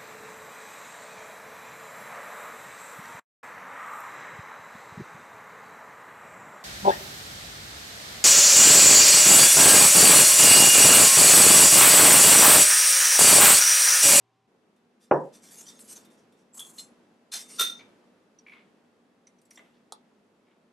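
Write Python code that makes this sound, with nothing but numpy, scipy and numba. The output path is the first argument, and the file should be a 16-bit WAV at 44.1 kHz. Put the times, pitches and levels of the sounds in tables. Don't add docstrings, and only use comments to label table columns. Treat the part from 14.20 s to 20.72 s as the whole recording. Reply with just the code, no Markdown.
import sys
import numpy as np
from scipy import signal
from scipy.fft import rfft, irfft
from scipy.io import wavfile
from scipy.ndimage import uniform_filter1d
from numba import njit

SR = 44100
rng = np.random.default_rng(int(sys.argv[2]) if len(sys.argv) > 2 else 0)


def to_wav(s):
    ch = np.atleast_2d(s).T
    pcm = np.round(np.clip(ch, -1, 1) * 32767)
    wavfile.write(sys.argv[1], SR, pcm.astype(np.int16))


N = 287708
TIME = np.arange(N) / SR
SIDE = np.array([[1], [-1]])

# (time [s], relative level [dB])
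DULL_BUMPS = [(0.315, -49), (0.345, -49), (0.9101, -6), (0.9125, 1.5), (0.9165, -2), (0.923, -2),
              (0.940, -20)]
# (low edge [Hz], high edge [Hz], relative level [dB], t60 [s])
CUPBOARD_BOOM = [(130, 420, -26, .37), (430, 640, -26, .42), (680, 1060, -24.5, .31),
                 (1100, 1900, -21, .22)]
# (frequency [Hz], relative gain [dB])
THUD_EQ = [(40, -29), (100, -17), (155, -4.5), (240, -6), (400, 3), (520, 0), (720, -.5), (1000, -2.5),
           (1300, -13.5), (1800, -17.5), (2200, -27), (2850, -28), (3300, -55), (6000, -76)]
# (frequency [Hz], relative level [dB], t60 [s])
THUD_TONES = [(149, -2.5, .27), (285, -11, .32), (316, -5, .33), (392, 2.5, .31), (418, -6, .32),
              (518, -7, .35), (556, -3, .42), (690, -6, .25), (786, -15, .3), (843, -11, .3),
              (929, -10, .31), (985, -12, .31), (1055, -16, .31)]
def thuds():
    tones_start_s, at_rest_s, swell_cycles = 0.9135, 1.08, 6
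    times, db = np.transpose(DULL_BUMPS)
    blows = bursts(times, db - 10, t60=.028) * rng.standard_normal(N)
    boom = sum(band(bursts(times, db + boom_db, t60) * rng.standard_normal(N), low, high, order=6)
               for low, high, boom_db, t60 in CUPBOARD_BOOM)
    out, t = colour(blows + boom, THUD_EQ), TIME[:SR]
    for tone in THUD_TONES:
        swell = 1 - fade(t, t60=swell_cycles / tone[0])
        add(out, tones_start_s, amp(-23.7) * ringing([tone], t) * swell)
    choke = amp(-170 * np.maximum(TIME - at_rest_s, 0))
    return band(out * choke, 62, 3000, order=5)


STROKE_ATTACK_S = .022
# (start [s], length [s], level [dB], edge bite on china [dB], squeak [Hz] or 0 for none)
SPOON_STROKES = [(0.797, 0.043, -66.5, 0.5, 0), (0.915, 0.023, -65, -1, 0), (0.98, .1, -73, -10, 0),
                 (1.121, .04, -57, -4, 0), (1.215, .07, -56, -3.5, 0), (1.297, .05, -51.5, -14, 0),
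                 (1.355, .065, -50, -14, 6478), (1.45, .05, -50, -4, 5901), (1.54, .04, -65, 1, 6480),
                 (1.585, .026, -51, -21, 8100), (1.63, .04, -60, -20, 11000),
                 (1.673, .055, -46.5, -15, 8297), (1.747, 0.022, -51.5, -3, 6398), (1.81, .02, -68, 1, 0),
                 (1.90, .025, -66.5, -5, 0), (1.96, .04, -76, 6, 0), (2.16, .05, -77, 1, 0),
                 (2.57, .025, -51, -2, 0), (3.115, .045, -35.5, -3, 0), (3.18, .04, -48, -5, 0),
                 (3.275, .1, -49.5, -5, 8799.5), (3.40, .06, -52, 8, 0), (3.556, 0.03, -75, 14, 6300)]
# (frequency [Hz], relative gain [dB])
SCRAPE_EQ = [(600, -16), (1400, -12), (2500, -12.5), (3600, -16), (4500, -11), (6000, -1), (8300, 1.5),
             (10500, -5.5), (12500, -10), (14000, -21)]
def spoon_scrape():
    glide_bite_db = -28
    flat_power, edge_power, glide_power = 0, 0, 0
    for start, length, db, bite_db, _ in SPOON_STROKES:
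        power = (amp(db) * stroke_pressure(start, length)) ** 2
        flat_power += power
        edge_power += power * amp(bite_db) ** 2
        glide_power += power * np.clip(bite_db / glide_bite_db, 0, 1) ** 3
    chatter = amp(1.4 * flutter(N, rate_hz=130))
    slips = grit(spread_db=3) * chatter
    edge = slips * np.sqrt(edge_power)
    hiss = colour(slips * np.sqrt(flat_power), SCRAPE_EQ)
    bite = colour(edge, [(200, -23.5), (1200, -15), (2400, -10.5), (4200, -2.5), (6000, 5),
                         (9000, -13.5), (14000, -28)])
    glide = amp(-1) * unit(band(slips, 7500, 12000, order=2)) * np.sqrt(glide_power)
    rasp = moving_contact(hiss + bite + glide, patchy_db=3.6)
    steel = resonate(hiss, SPOON_MODES, damping_t60=.18)
    china = resonate(band(edge, 2600, 14000, order=2), BOWL_MODES, damping_t60=.23)
    return band(amp(-1) * rasp + amp(-15.5) * steel + amp(-12.5) * china, 300, 13000, order=2)


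def stroke_pressure(start, length):
    attack = np.clip((TIME - start) / STROKE_ATTACK_S, 0, 1)
    after = np.maximum(TIME - start - length, 0)
    drag = amp(-24.5) * fade(after, t60=.65)
    return attack * np.maximum(fade(after, t60=.22), drag)


def moving_contact(x, patchy_db):
    *_, frames = signal.stft(x, nperseg=512)
    patches = uniform_filter1d(rng.standard_normal(frames.shape), size=3, axis=0)
    patches = uniform_filter1d(patches, size=12, axis=1)
    return signal.istft(frames * unit(amp(patchy_db * unit(patches))))[1][:N]


def spoon_squeaks():
    out = np.zeros(N)
    for start, length, db, bite_db, hz in SPOON_STROKES:
        if hz:
            size = int((length + STROKE_ATTACK_S) * SR)
            strength = amp(db + 1.5) * np.hypot(1, amp(bite_db))
            whistle = wavering(hz, spread_hz=150, size=SR // 4)[:size]
            add(out, start, strength * np.hanning(size) * whistle)
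    return out


# (time [s], ring level [dB], crack level [dB])
BOWL_TOUCHES = [(0.562, -85, -76), (1.484, -53, -68), (1.850, -71, -60), (1.902, -74, -68),
                (2.123, -72, -69), (3.128, -44, -54), (3.143, -40, -49), (3.205, -54, -66),
                (3.384, -34, -56.5), (3.391, -27, -43), (3.395, -21, -29)]
# (frequency [Hz], relative level [dB], t60 [s])
BOWL_MODES = [(1345, -16, .27), (1373, -5, .29), (3583, -10, .18), (3623, 1, .24), (3653.6, -10, .25),
              (3711, -12, .16), (4194, -16, .25), (5835, -9, .22), (6305, -13, .33), (8660, -13, .17),
              (9382, -18, .21), (10455, -14, .14), (11942, -15, .14), (13242, -14, .11), (1915, -25, .3),
              (2600, -25, .3), (4950, -22, .22), (6400, -16, .22), (7740, -22, .18), (8540, -16, .17),
              (11200, -23, .15)]
def bowl_clinks():
    contacts = BOWL_TOUCHES + rim_bounces(count=6)
    china = strike(contacts, BOWL_MODES, crack_t60=.11, push_s=.0025, buzz=.45, sing_db=-4)
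    return china + counter_knock(contacts)


def rim_bounces(count):
    drop_s, first_gap_s, gap_growth = 3.407, .0105, 1.27
    bounce = np.arange(count)
    gaps = first_gap_s * gap_growth ** bounce
    ring_db, crack_db = -19 - 3.1 * bounce, -27.5 - 5 * bounce
    return list(zip(drop_s + np.cumsum(gaps) - gaps, ring_db, crack_db))


# (frequency [Hz], relative gain [dB])
KNOCK_EQ = [(150, -25), (450, 0), (850, -17), (2000, -35)]
def counter_knock(contacts):
    times, _, crack_db = np.transpose(contacts)
    knock_db = crack_db - 11 + .8 * (crack_db - crack_db.max())
    return colour(rng.standard_normal(N) * bursts(times, knock_db, t60=.12), KNOCK_EQ)


# (time [s], ring level [dB], crack level [dB])
SPOON_CATCHES = [(1.592, -70, -51), (2.493, -68, -60), (2.582, -41, -51), (2.592, -38.5, -47),
                 (3.117, -40, -58), (3.136, -36, -51), (3.163, -41, -56)]
# (frequency [Hz], relative level [dB], t60 [s])
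SPOON_MODES = [(2950, -11, .06), (3600, -4, .06), (3850, -6, .06), (4180, -.5, 0.115), (4750, -11, .06),
               (5480, -17, 0.11), (6470, -5.5, 0.16), (7620, -6.5, 0.17), (7850, -10.5, 0.14),
               (9300, -13, .18), (10950, -11, 0.2), (11820, -16, 0.1)]
def spoon_taps():
    return strike(SPOON_CATCHES, SPOON_MODES, crack_t60=.028, push_s=.004, buzz=.45, sing_db=-6)


# (frequency [Hz], relative gain [dB])
CRACK_EQ = [(150, -24), (850, -11), (1400, -1), (2400, 0), (4000, 0), (6300, -1), (9000, 2), (13000, -4),
            (15000, -18)]
def strike(contacts, modes, crack_t60, push_s, buzz, sing_db):
    times, ring_db, crack_db = np.transpose(contacts)
    out, t, middle_hz = np.zeros(N), TIME[:SR // 3], 3600
    chatter = flutter((len(modes), 2 * len(t)), rate_hz=200)
    for at, gap, db in zip(times, np.diff(times, append=N / SR), ring_db):
        held = np.minimum(t / push_s, 1) * np.clip(1 - (t - gap) / push_s, 0, 1)
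        size, first = min(np.count_nonzero(held) + 1, len(t)), int(at * SR)
        for (hz, mode_db, t60), shake in zip(modes, chatter):
            octaves = np.log2(hz / middle_hz)
            glancing_db = (db - ring_db.max()) * max(.2 * octaves, -.4 * octaves)
            rough = 1 + buzz * (hz / middle_hz) ** .4 * shake[first % len(t):][:size]
            ring = ringing([(hz, db + mode_db + glancing_db, t60)], t[:size], start=first / SR)
            add(out, at, held[:size] * rough * ring)
    rasp = grit(spread_db=3) * bursts(times, crack_db, crack_t60)
    singing = amp(sing_db) * resonate(band(rasp, 4000, 15000, order=1), modes, damping_t60=.03)
    return band(out + colour(rasp, CRACK_EQ) + singing, 250, 16000, order=2)


# (frequency [Hz], relative level [dB], t60 [s])
TEETH_MODES = [(3245, -5, .13), (3320, -2, .18), (3375, -5, .17), (3410, 0, .19), (3480, -7, .14),
               (8400, -8, .1), (9400, -8, .12), (11050, -5, .12)]
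def teeth_click():
    out, t = np.zeros(N), TIME[:SR // 4]
    attack = 1 - fade(t, t60=.014)
    ring = ringing(TEETH_MODES, t) * attack
    buzz = 1 + .35 * flutter(len(t), rate_hz=300)
    crack = band(grit(spread_db=2)[:len(t)] * fade(t, t60=.05) * attack, 5500, 12500, order=2)
    add(out, at=2.3935, sound=amp(-31.5) * buzz * ring / np.abs(ring).max() + amp(-31) * crack)
    return out


# (start [s], swell [s], level [dB])
LIP_PULLS = [(2.33, .032, -53), (2.368, .012, -52), (2.392, .012, -51), (2.43, .035, -56),
             (2.484, .012, -56), (2.53, .04, -56.5)]
# (frequency [Hz], relative gain [dB])
SLIDE_EQ = [(120, -34), (500, -12), (1100, -2), (2000, -15), (5500, -12), (6700, 1), (9500, 0), (12500, -5),
            (14500, -17)]
def lip_slide():
    force = np.zeros(N)
    for start, swell, db in LIP_PULLS:
        release = fade(np.maximum(TIME - start - swell, 0), t60=.23)
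        force += amp(db) * np.clip((TIME - start) / swell, 0, 1) * release
    slips = force * grit(spread_db=3) * amp(2.2 * flutter(N, rate_hz=130))
    singing = resonate(band(slips, 6600, 14000, order=3), SPOON_MODES, damping_t60=.1)
    out = colour(slips, SLIDE_EQ) + amp(-1) * singing
    t = TIME[:int(.052 * SR)]
    whistle = wavering(hz=7550 + 9000 * t, spread_hz=90, size=len(t))
    add(out, at=2.328, sound=amp(-49) * np.sqrt(np.hanning(len(t))) * whistle)
    return out


# (time [s], length [s], ring level [dB], mouth cavity [Hz], crackle level [dB])
LIP_SMACKS = [(3.592, .02, -45, 2260, -54), (3.594, 0, -52, 4230, -69), (4.187, 0, -45, 5746, -72),
              (4.19, 0, -60, 4600, -70), (4.264, .035, -42, 2255, -58), (4.27, .07, -80, 9000, -74),
              (4.320, .02, -42.5, 2187, -57), (4.35, .06, -56, 2173, -64), (5.0695, 0, -47, 5950, -62),
              (5.070, 0, -59, 2200, -68), (5.185, 0, -62, 5950, -74), (5.215, 0, -68, 8900, -67),
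              (5.252, 0, -62, 7700, -69), (5.306, 0, -52, 9250, -54), (5.309, 0, -46, 5790, -58),
              (5.3095, 0, -52, 2170, -60), (5.33, .02, -62, 9400, -64), (5.356, 0, -50, 7420, -66),
              (5.356, 0, -50, 5800, -65), (5.373, 0, -47, 3320, -58), (5.375, .02, -60, 5790, -66),
              (5.374, .02, -58, 480, -58), (5.374, 0, -51, 7400, -72), (5.374, .02, -48, 2066, -53),
              (5.46, 0, -66, 2200, -67), (5.54, .03, -70, 3300, -71), (6.268, .06, -69, 2200, -72)]
def lip_smacks():
    click_gap_s, scatter_db, max_clicks = .0137, .7, 8
    out, t = np.zeros(N), TIME[:SR // 2]
    attack = 1 - fade(t, t60=.008)
    ring = fade(t, t60=.048) * attack
    fizz = (fade(t, t60=.055) + amp(-21) * fade(t, t60=.7)) * attack
    grains = grit(spread_db=3.2)
    for start, length, db, hz, crackle_db in LIP_SMACKS:
        late, louder = rng.standard_normal((2, max_clicks))
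        ring_power, crackle_power = np.zeros((2, N))
        for k in range(min(1 + int(length / click_gap_s), max_clicks)):
            after = max(click_gap_s * (k + .13 * late[k] * (k > 0)), 0)
            accent_db = scatter_db * louder[k]
            add(ring_power, after, (amp(db + accent_db) * ring) ** 2)
            add(crackle_power, after, (amp(crackle_db + accent_db) * fizz) ** 2)
        wet_grains = np.roll(grains, -int(start * SR))[:len(t)]
        crackle = unit(band(wet_grains, .45 * hz, min(1.65 * hz, 13000), order=4))
        cavity = wavering(hz, spread_hz=130, size=len(t))
        add(out, start, np.sqrt(ring_power[:len(t)]) * cavity + np.sqrt(crackle_power[:len(t)]) * crackle)
    return band(out, 320, 12500, order=3)


# (frequency [Hz], relative gain [dB])
TICK_EQ = [(150, -22), (400, -7.5), (1100, 2), (1500, -11), (2000, -28), (2900, -25), (3500, 1), (4600, -5),
           (7500, -10), (9500, -4), (12000, -18), (14000, -35)]
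def tick(at=5.7222, db=-33):
    envelope = bursts([at], [db], t60=.018) + bursts([at], [db - 14], t60=.09)
    return band(colour(rng.standard_normal(N) * envelope, TICK_EQ), 300, 12500, order=3)


# (frequency [Hz], relative gain [dB])
RUMBLE_EQ = [(18, -60), (30, -36.5), (53, -23), (85, -29.5), (107, -14), (139, -20.5), (158, -7.5),
             (240, -3), (267, -6), (437, -7.5), (645, -13), (1500, -21.5), (2630, -27.5), (8470, -38.5),
             (11300, -42.5), (15000, -56)]
# (frequency [Hz], relative gain [dB])
STILL_AIR_EQ = [(30, -30), (80, -14), (120, -1), (220, 0), (400, -3), (500, -8), (880, -7), (1030, -2),
                (1300, -12), (2800, -15), (8000, -27), (15000, -42)]
# (frequency [Hz], rms level [dB])
HUM, HUM_END_S = [(118.4, -78), (403.7, -81), (769.8, -80)], 0.28
def room_tone():
    mid, side = (colour(rng.standard_normal(N), RUMBLE_EQ) for _ in range(2))
    width = SIDE * (amp(-18) * side + amp(-3.5) * band(side, 850, 9000, order=1))
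    rumble = amp(-67.2) * (mid + appliance_drone() + width)
    hum = sum(amp(db) * np.sqrt(2) * np.sin(2 * np.pi * hz * TIME) for hz, db in HUM)
    air = amp(-73) * (colour(rng.standard_normal(N), STILL_AIR_EQ) + amp(-3) * width)
    opening = np.clip((HUM_END_S - TIME) / .013, 0, 1)
    return rumble * (1 - opening) + (hum + air) * opening


# (frequency [Hz], level against the rumble [dB], pitch wander [Hz])
APPLIANCE_TONES = [(210, -12, 4), (240.5, -9, 3), (441, -20, 5), (2638, -27, 8), (3284, -33, 10)]
def appliance_drone():
    return sum(amp(db) * np.sqrt(2) * wavering(hz, wander_hz, N, rate_hz=40)
               for hz, db, wander_hz in APPLIANCE_TONES)


def noise_suppressor(sound, threshold_db=-60, range_db=10.6, open_s=.19, close_s=.4):
    power = np.abs(uniform_filter1d(sound.mean(axis=0) ** 2, SR // 100))
    over = power / (power + amp(threshold_db) ** 2)
    return amp(range_db * follow(over, 1 / (open_s * SR), 1 / (close_s * SR)))


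def kitchen(x, wet_db, side_db, t60, side_from_hz):
    t = TIME[:SR // 2]
    noise = rng.standard_normal((2, len(t)))
    body = band(noise, 110, 3800, order=2) * fade(t, t60)
    treble = band(noise, 4500, 21000, order=2) * fade(t, t60 / 2)
    tails = (body + treble) * (1 - fade(t, t60=.011))
    mid, side = (convolve(x, tail) for tail in tails)
    return x + amp(wet_db) * mid + amp(side_db) * band(side, side_from_hz, 5500, order=1) * SIDE


def amp(db):
    return 10 ** (np.asarray(db) / 20)


def unit(x):
    return x / np.sqrt(np.mean(x ** 2))


def fade(t, t60):
    return np.exp(-np.log(1000) * t / t60)


def add(out, at, sound):
    i = int(at * SR)
    out[i:i + len(sound)] += sound[:N - i]


def band(x, low_hz, high_hz, order):
    return signal.sosfilt(signal.butter(order, [low_hz, high_hz], "bandpass", fs=SR, output="sos"), x)


def convolve(x, response):
    return signal.oaconvolve(x, response / np.linalg.norm(response))[:N]


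def colour(x, curve):
    size = 4096
    hz, db = np.transpose(curve)
    bin_hz = np.arange(size // 2 + 1) * SR / size
    gain = amp(np.interp(np.log(bin_hz + 1), np.log(hz), db))
    cepstrum = irfft(np.log(gain))
    cepstrum[1:size // 2] *= 2
    cepstrum[size // 2 + 1:] = 0
    return convolve(x, irfft(np.exp(rfft(cepstrum))))


def grit(spread_db):
    return unit(rng.standard_normal(N) * amp(spread_db * np.minimum(rng.exponential(size=N), 5)))


def flutter(shape, rate_hz):
    return unit(uniform_filter1d(rng.standard_normal(shape), SR // rate_hz))


def wavering(hz, spread_hz, size, rate_hz=700):
    return np.sin(2 * np.pi * np.cumsum(hz + spread_hz * flutter(size, rate_hz)) / SR)


def bursts(times, levels_db, t60):
    power, t = np.zeros(N), TIME[:SR]
    for at, db in zip(times, levels_db):
        add(power, at, (amp(db) * fade(t, t60)) ** 2)
    return np.sqrt(power)


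def ringing(modes, t, start=0):
    return sum(amp(db) * np.sin(2 * np.pi * hz * (start + t)) * fade(t, t60) for hz, db, t60 in modes)


def resonate(force, modes, damping_t60):
    t = TIME[:SR // 4]
    return convolve(force, ringing(modes, t) * fade(t, damping_t60))


@njit
def follow(x, rise, fall):
    out, level = np.empty(len(x)), 0.
    for i in range(len(x)):
        level += (x[i] - level) * (rise if x[i] > level else fall)
        out[i] = level
    return out


def scene():
    china, steel = bowl_clinks(), spoon_taps()
    foley = kitchen(thuds(), wet_db=-17, side_db=-18, t60=.18, side_from_hz=180)
    foley += kitchen(china, wet_db=-13.5, side_db=-6.5, t60=.24, side_from_hz=1700)
    small_sounds = steel + teeth_click() + spoon_scrape() + lip_slide() + spoon_squeaks() + tick()
    foley += kitchen(small_sounds, wet_db=-12.5, side_db=-9, t60=.16, side_from_hz=450)
    foley += kitchen(lip_smacks(), wet_db=-8.5, side_db=-9, t60=.3, side_from_hz=450)
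    return foley + noise_suppressor(foley) * room_tone()


def record(dry):
    top_hz = 14400
    return signal.sosfilt(signal.ellip(8, .2, 70, top_hz, fs=SR, output="sos"), dry)


dry = scene()
out = record(dry)
to_wav(out)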